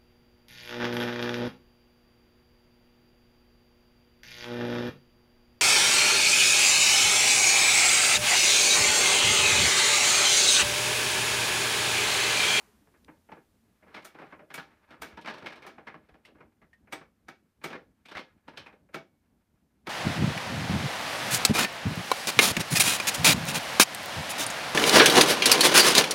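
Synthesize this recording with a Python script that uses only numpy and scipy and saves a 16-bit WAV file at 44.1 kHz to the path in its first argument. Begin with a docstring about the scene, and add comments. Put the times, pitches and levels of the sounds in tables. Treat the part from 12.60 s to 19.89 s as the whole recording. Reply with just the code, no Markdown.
"""A knitting machine's feed, turned by hand, clicks from notch to notch and draws in a stiff paper roll.
Each drop of the pawl rings the casing and metal parts. The sheet buckles in dull snaps and scrapes
along in tiny slips; clicks and snaps die away in a small room, some with a bright ping or low thump.
A soft brushing at the start; under it all a faint hum, room rumble and hiss."""
import sys
import numpy as np
from scipy.fft import rfft, irfft, next_fast_len
from scipy.io import wavfile
from scipy.ndimage import uniform_filter1d, map_coordinates

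SR = 44100
rng = np.random.default_rng(int(sys.argv[2]) if len(sys.argv) > 2 else 0)


def log_audio(samples):
    """Write samples as a 16-bit WAV file to the path given in sys.argv[1]."""
    # one column per channel
    frames = np.atleast_2d(samples).T
    # limit to full scale, then quantise
    limited = np.clip(frames, -1, 1)
    pcm = np.round(limited * 32767).astype(np.int16)
    wavfile.write(sys.argv[1], SR, pcm)


N = 321577
TOP_HZ = 15450

# curled sheet, response: (frequency [Hz], gain [dB])
SHEET_RESPONSE = [(70, -9.5), (110, -14.5), (160, -3.5), (350, -4), (800, -5), (1500, -3.5), (2300, -11.5),
                  (2900, -15.5), (4200, -21), (6000, -31.5), (7300, -38.5), (9000, -41), (15000, -45.5)]
# curled sheet, resonances: (centre [Hz], width [Hz], height [dB])
SHEET_RESONANCES = [(314.6, 12, 5.4), (618, 7.7, 5.3), (793, 11, 6.1), (903, 48, 4), (1687, 39, 7),
                    (2134, 77, 5.3), (2446, 390, 3.76), (2970, 43, 3.8), (5450, 410, 2.7),
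                    (8630, 1300, 6.3), (11500, 830, 4.4)]


def feed(gain_db=-1.0):
    """The pawl drops into the next notch, strikes the casing and leaves the metal ringing."""
    # pawl drops: (time [s], strength [dB], sharpness [dB], hollow ring [Hz], room decay scale [ratio])
    clicks = [(1.448, -49, 13.5, 1550, 0.85), (1.941, -40.5, 7.5, 2700, 1.04),
              (2.4188, -39.5, 4, 1450, 1.22), (3.066, -46, -1.5, 1040, 0.93),
              (4.3247, -36.5, -3, 2170, 0.79), (4.684, -45, -6, 1730, 0.78),
              (5.0399, -35.5, -1.5, 640, 0.98), (6.343, -37, -6.5, 770, 0.75),
              (7.2698, -36.5, -7.5, 600, 0.69)]
    # thump, edge, crack: (base [dB], strength slope [dB/dB], sharpness slope [dB/dB], ring slope [dB/oct])
    band_slopes = [(-55, 0.9434, -0.28, -2.5), (-59, 1.02, 0.24, -0.5), (-63.5, 1.19, 0.91, 0.5)]
    # casing response: (frequency [Hz], gain [dB])
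    casing = [(70, -31), (110, -10.5), (160, -8), (350, -1), (800, -14), (1500, -8.5), (2300, -13.5),
              (2900, -13.5), (4200, -10), (6000, -14), (7300, -29.5), (9000, -19.5), (15000, -21)]
    # casing resonances: (centre [Hz], width [Hz], height [dB])
    casing_modes = [(155, 13, 6.6), (466, 38, 1.3), (657, 28, 10), (780, 36, 11), (908, 65, 6),
                    (1301, 38, 7.3), (2271, 80, 12), (2560, 690, 1), (3415, 170, 4.9), (3750, 140, 3.8),
                    (7160, 970, 12.4), (8440, 700, 4.6), (14769, 400, 3.3)]
    # metal parts: (frequency [Hz], level re click strength [dB], t60 [s])
    metal_modes = [(372, -13, .25), (1335, -43, .9), (1545, -15, .17), (1660, -16, .2), (2236, -43, 1.0)]
    rows = np.array(clicks)
    track = amp(gain_db) * blows(
        band_levels(rows[:, :4], band_slopes), casing, casing_modes,
        lead_db=-13, lead_s=0.0053, direct=3.4, crack=3.9, chatter=0.22, chatter_s=0.018,
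        rise_s=0.0005, decay_scale=rows[:, 4:], hollow_db=2, hollow_width=0.16, uneven_db=2.5)
    for s, strength_db, *_ in clicks:
        metal = sum(damped_mode(hz, strength_db + db + rng.normal(0, 1.3), t60_s, blur_hz=2.1)
                    for hz, db, t60_s in metal_modes)
        add(track, s, metal)
    return track


def buckling(gain_db=-0.82):
    """The stiff sheet gives way or taps a guide in dull snaps."""
    # paper snaps: (time [s], strength [dB], sharpness [dB], hollow ring [Hz])
    snaps = [(.272, -67.5, -8, 1030), (.34, -65.5, -10, 1710), (.482, -53, -22, 900),
             (0.689, -56, -21, 885), (.718, -46, -7, 886), (.768, -59.5, -30, 318),
             (1.225, -61.5, -17, 910), (1.266, -64.5, -31, 444), (1.305, -64, -14, 1160),
             (1.344, -44.5, 6, 2220), (1.364, -46.5, 3, 2180), (1.422, -61, 10, 2100),
             (1.547, -53, -6, 835), (1.587, -49, -6, 1030), (1.618, -49, -7, 740), (1.724, -48, -13, 1090),
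             (1.793, -54.5, -11, 593), (1.903, -49, 2, 1900), (1.978, -40, 2.5, 1440),
             (2.307, -53, 3.5, 1450), (2.334, -54.5, -4, 1190), (2.573, -44.5, -0.5, 930),
             (2.612, -66.5, 21, 744), (2.646, -48.5, 1, 910), (2.659, -43.5, 6.5, 2240),
             (2.6737, -36.5, 3.5, 1670), (2.694, -43, 6.5, 1800), (2.739, -48.5, 7, 910),
             (2.781, -61, 15.5, 606), (2.822, -50.5, 0, 425), (2.843, -51.5, 0, 325),
             (2.86, -38.5, 6.5, 2210), (2.9, -52, 4, 1810), (2.922, -47.5, 4.5, 2280),
             (2.957, -59, 13, 1050), (2.972, -54, -8, 1050), (3.022, -52, 6, 2320), (3.046, -52, -2, 970),
             (3.181, -50, -9, 764), (3.2705, -42, -2.5, 2060), (3.342, -48.5, -9, 1060),
             (3.488, -62.5, 1.5, 740), (3.541, -60.5, -3, 750), (3.651, -64.5, 18.5, 2760),
             (3.678, -63.5, -16, 720), (3.751, -65.5, -11, 327), (3.784, -65.5, -16, 910),
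             (3.805, -54.5, -11, 930), (4.017, -61.5, -4.5, 1970), (4.131, -79, 14, 3020),
             (4.273, -62, -9, 2310), (4.412, -54, -7, 1200), (5.015, -59, -1, 2400), (5.103, -47.5, 5, 382),
             (5.129, -41.5, -1, 1760), (5.15, -47, -3, 490), (5.456, -59, 14.5, 2400),
             (5.485, -54, 11.5, 3600), (5.514, -47, 6, 1490), (5.551, -41, 3.5, 2130),
             (5.569, -40, 7.5, 2130), (5.59, -49, 11.5, 536), (5.88, -47, 1, 900), (5.935, -59.5, -5, 1030),
             (5.973, -47, 14.5, 1670), (6.062, -49.5, 1.5, 2460), (6.126, -61, -2, 484),
             (6.289, -69, -12, 550)]
    # thump, edge, crack: (base [dB], strength slope [dB/dB], sharpness slope [dB/dB], ring slope [dB/oct])
    band_slopes = [(-52, 0.79, 0.01, -3.5), (-59.5, 1.01, 0.93, 0), (-77.5, .7, 0.94, 0.5)]
    return amp(gain_db) * blows(
        band_levels(snaps, band_slopes), SHEET_RESPONSE, SHEET_RESONANCES,
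        lead_db=-13, lead_s=0.005, direct=4.6, crack=0.7, chatter=0.15, chatter_s=0.022,
        rise_s=0.001, decay_scale=0.7, hollow_db=7.0, hollow_width=0.074, uneven_db=2.5)


def band_levels(rows, slopes, ref_db=-48, ref_hz=1200):
    """Strength sets a blow's body band; sharp blows have more treble, low-ringing ones more thump."""
    s, strength_db, sharpness_db, ring_hz = np.transpose(rows)
    octaves = np.log2(ring_hz / ref_hz)
    thump_db, edge_db, crack_db = [
        base_db + growth * (strength_db - ref_db) + tilt * sharpness_db + per_octave * octaves
        for base_db, growth, tilt, per_octave in slopes]
    return np.column_stack([s, thump_db, strength_db, edge_db, crack_db, ring_hz])


def blows(rows, response, modes, *, lead_db, lead_s, direct, crack, chatter, chatter_s,
          rise_s, decay_scale, hollow_db, hollow_width, uneven_db, crack_s=0.0006, size=16384):
    """Each blow scrapes in, lets go, chatters and dies in the room, all through the struck body."""
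    # thump, body, edge, crack bands: (low [Hz], high [Hz])
    bands_hz = [(110, 600), (600, 2800), (2800, 6500), (6500, 15400)]
    # room decay per band, before decay_scale: (t60 [s])
    room_t60_s = [0.37, 0.27, 0.28, 0.18]
    onset, head = round(0.05 * SR), round(0.022 * SR)
    t = (np.arange(size) - onset) / SR
    hz = np.fft.rfftfreq(size, 1 / SR)
    after_s = np.maximum(t, 0)
    levels, ring_hz = amp(rows[:, 1:5]), rows[:, 5:]
    scatter, lumps = rng.standard_normal((len(rows), 2, len(bands_hz), size)).swapaxes(0, 1)
    # first contacts are uneven; the room smooths what follows
    uneven = amp(uneven_db * unit(uniform_filter1d(lumps[:, 0], size=90)) * np.exp(-after_s / 0.025))
    early_boost = 1 + chatter / (1 + (after_s / chatter_s) ** 6)
    # the part's free length sets its hollow ring
    hollow = np.array([min_phase(amp(hump(hz, f, 2 * hollow_width * f, hollow_db))) for f in ring_hz])
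    scrape = amp(lead_db) * np.exp(-abs(t) / lead_s)
    sounds = 0
    for k, (low_hz, high_hz) in enumerate(bands_hz):
        tail = rise_and_decay(after_s, rise_s, decay_scale * room_t60_s[k])
        # treble crowds into the instant of release
        release = crack * k / len(bands_hz) * np.exp(-after_s / crack_s)
        force = scatter[:, k] * uneven * (scrape + (early_boost + release) * tail)
        force[:, onset] += direct
        body = min_phase(spectrum(hz, response, modes) * band(hz, low_hz, high_hz))
        ring = irfft(rfft(force) * hollow * body)
        head_rms = ring[:, onset:onset + head].std(axis=1, keepdims=True)
        sounds = sounds + levels[:, [k]] * ring / head_rms
    track = np.zeros(N)
    for s, sound in zip(rows[:, 0], sounds):
        add(track, s - onset / SR, sound)
    return track


def bright_pings(blur_ratio=0.022):
    """Short bright pings ring out with some clicks and paper snaps."""
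    # pings: (time [s], frequency [Hz], level [dB], t60 [s])
    pings = [(3.651, 2110, -48.5, 0.059), (4.131, 1850, -51.5, 0.11), (4.326, 8150, -47.5, 0.16),
             (5.040, 8250, -54, 0.15), (5.454, 2220, -52.5, 0.077), (5.974, 3070, -49, 0.21)]
    track = np.zeros(N)
    for s, hz, db, t60_s in pings:
        add(track, s, damped_mode(hz, db, t60_s, blur_hz=blur_ratio * hz))
    return track


def low_thumps():
    """Soft low thumps, one mode each, many sounding under a snap or click."""
    # thumps: (time [s], frequency [Hz], level [dB])
    thumps = [(.075, 421, -55.5), (0.211, 289, -54.5), (.27, 430, -55), (.488, 311, -42), (.715, 91, -52.5),
              (2.534, 71, -50.5), (2.681, 235, -40), (2.824, 107, -48), (3.52, 64.5, -49.5),
              (5.554, 81.6, -48), (5.574, 215, -48), (5.998, 99, -50), (7.275, 167, -37)]
    track = np.zeros(N)
    for s, hz, db in thumps:
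        add(track, s, damped_mode(hz, db, t60_s=0.12, rise_s=0.0064))
    return track


def sliding(gain_db=-3.0, slips_per_s=260, spread_db=4, rub=0.21, catch_db=3, low_hz=220):
    """Tiny uneven slips excite the sheet as it catches and scrapes along."""
    slips = (rng.random(N) < slips_per_s / SR) * rng.choice([-1, 1], N)
    slips = slips * amp(spread_db * rng.standard_normal(N))
    force = (slips + rub * rng.standard_normal(N)) * amp(catch_db * wobble(45))
    scrape = filtered(force, lambda hz: min_phase(
        spectrum(hz, SHEET_RESPONSE, SHEET_RESONANCES) * band(hz, low_hz, TOP_HZ, order=2)))
    return amp(gain_db) * hand_push() * unit(scrape)


def hand_push(rise_s=0.057, fall_s=0.028, rest_db=-83):
    """Scrape envelope: each push swells, holds and dies away; between pushes the sheet barely rubs."""
    # pushes along the guides: (start [s], length [s], gain [dB])
    strokes = [(1.353, 0.056, -53), (1.602, 0.11, -55), (2.02, 0.1, -63), (2.3, 0.043, -59),
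               (2.493, 0.055, -60.5), (2.757, 0.055, -49), (3.061, 0.038, -53), (3.203, 0.27, -70),
               (3.7, 0.18, -74.5), (5.68, 0.045, -69), (6.008, 0.037, -55)]
    t = np.arange(N) / SR
    return amp(rest_db) + sum(
        amp(db) * np.exp(-np.maximum(s - t, 0) / rise_s - np.maximum(t - s - length_s, 0) / fall_s)
        for s, length_s, db in strokes)


def brushing(brush_db=-67, brush_fade_s=0.12, rub_db=-62, rub_fade_s=0.1,
             tick_db=-54, tick_at_s=0.4475, tick_fade_s=0.0011):
    """A sleeve-like brushing and dull rub fade at the start; one tiny close tick follows."""
    t = np.arange(N) / SR
    brush = noise(lambda hz: band(hz, 2700, 12000, order=2)) * np.exp(-t / brush_fade_s)
    rub = noise(lambda hz: band(hz, 260, 2040, order=3)) * np.exp(-t / rub_fade_s)
    tick = noise(lambda hz: band(hz, 2000, 4200, order=2)) * np.exp(-abs(t - tick_at_s) / tick_fade_s)
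    return amp(brush_db) * brush + amp(rub_db) * rub + amp(tick_db) * tick


def background(rumble_db=-71, sway_db=-4.3, hiss_start_db=-71, sink_db_per_s=3.5, hiss_floor_db=-81):
    """Swaying room rumble, hiss that sinks to a floor, and a slightly unsteady hum."""
    # rumble spectrum: (frequency [Hz], relative density [dB])
    rumble_shape = [(25, -41.5), (45, -5), (70, 3.5), (130, -6.5), (230, 2), (310, -7.5), (450, -16),
                    (900, -23), (2000, -53)]
    # hiss spectrum: (frequency [Hz], relative density [dB])
    hiss_shape = [(300, 8), (700, 1), (1500, -1.5), (2300, -4.5), (3500, -6), (8000, -9), (12000, -7.5),
                  (15300, -12.5)]
    # room hum: (frequency [Hz], rms level [dB])
    hum_tones = [(70, -91), (101, -85.5), (199.5, -95)]
    t = np.arange(N) / SR
    rumble = noise(lambda hz: spectrum(hz, rumble_shape)) * amp(rumble_db + sway_db * wobble(22))
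    hiss_db = np.maximum(hiss_start_db - sink_db_per_s * t, hiss_floor_db)
    hiss = noise(lambda hz: spectrum(hz, hiss_shape)) * amp(hiss_db)
    hum = sum(np.sqrt(2) * amp(db) * np.sin(2 * np.pi * hz * t + 0.52 * wobble(6.9))
              for hz, db in hum_tones)
    return rumble + hiss + hum


def damped_mode(hz, db, t60_s, rise_s=0.00015, blur_hz=0):
    """One mode; phase drift widens it by blur_hz, like a cluster of close modes."""
    t = np.arange(SR) / SR
    drift_rad = np.cumsum(rng.standard_normal(SR)) * np.sqrt(2 * np.pi * blur_hz / SR)
    return amp(db) * rise_and_decay(t, rise_s, t60_s) * np.sin(2 * np.pi * hz * t + drift_rad)


def rise_and_decay(t, rise_s, t60_s):
    return (1 - np.exp(-t / rise_s)) * np.exp(-np.log(1000) * t / t60_s)


def amp(db):
    return 10 ** (np.asarray(db) / 20)


def unit(x):
    return x / np.sqrt(np.mean(x ** 2) + 1e-20)


def wobble(knots_per_s):
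    """Smooth random curve."""
    knots = rng.standard_normal(int(N * knots_per_s / SR) + 4)
    return map_coordinates(knots, [np.arange(N) * knots_per_s / SR])


def hump(hz, centre_hz, width_hz, height_db):
    """Resonance peak in dB."""
    return height_db / (1 + (2 * (hz - centre_hz) / width_hz) ** 2)


def spectrum(hz, points, modes=()):
    """Gain of a smooth spectrum plus resonances."""
    point_hz, point_db = np.transpose(points)
    smooth_db = np.interp(np.log(hz + 1), np.log(point_hz), point_db)
    return amp(smooth_db + sum(hump(hz, *mode) for mode in modes))


def band(hz, low_hz, high_hz, order=6):
    """Band-pass gain."""
    return ((1 + (low_hz / (hz + 1)) ** (2 * order)) * (1 + (hz / high_hz) ** (2 * order))) ** -0.5


def min_phase(gain):
    """Causal response with this gain: rings only after the blow."""
    cepstrum = irfft(np.log(np.maximum(gain, 1e-6)))
    half = len(cepstrum) // 2
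    cepstrum[1:half] *= 2
    cepstrum[half + 1:] = 0
    return np.exp(rfft(cepstrum))


def filtered(x, response):
    """x through response(hz)."""
    size = 2 * next_fast_len(N // 2 + SR // 4)
    return irfft(rfft(x, size) * response(np.fft.rfftfreq(size, 1 / SR)), size)[:N]


def noise(response):
    """Unit-rms noise shaped by response(hz)."""
    return unit(filtered(rng.standard_normal(N), response))


def add(track, start_s, sound):
    part = track[max(round(start_s * SR), 0):][:len(sound)]
    part += sound[:len(part)]


def scene():
    """Machine, sheet and room in mono."""
    return (feed() + buckling() + bright_pings() + low_thumps() + sliding()
            + brushing() + background())[None]


def record(dry):
    """Steep low-pass at TOP_HZ."""
    return np.array([filtered(channel, lambda hz: 1 / (1 + (hz / TOP_HZ) ** 120)) for channel in dry])


dry = scene()
out = record(dry)
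log_audio(out)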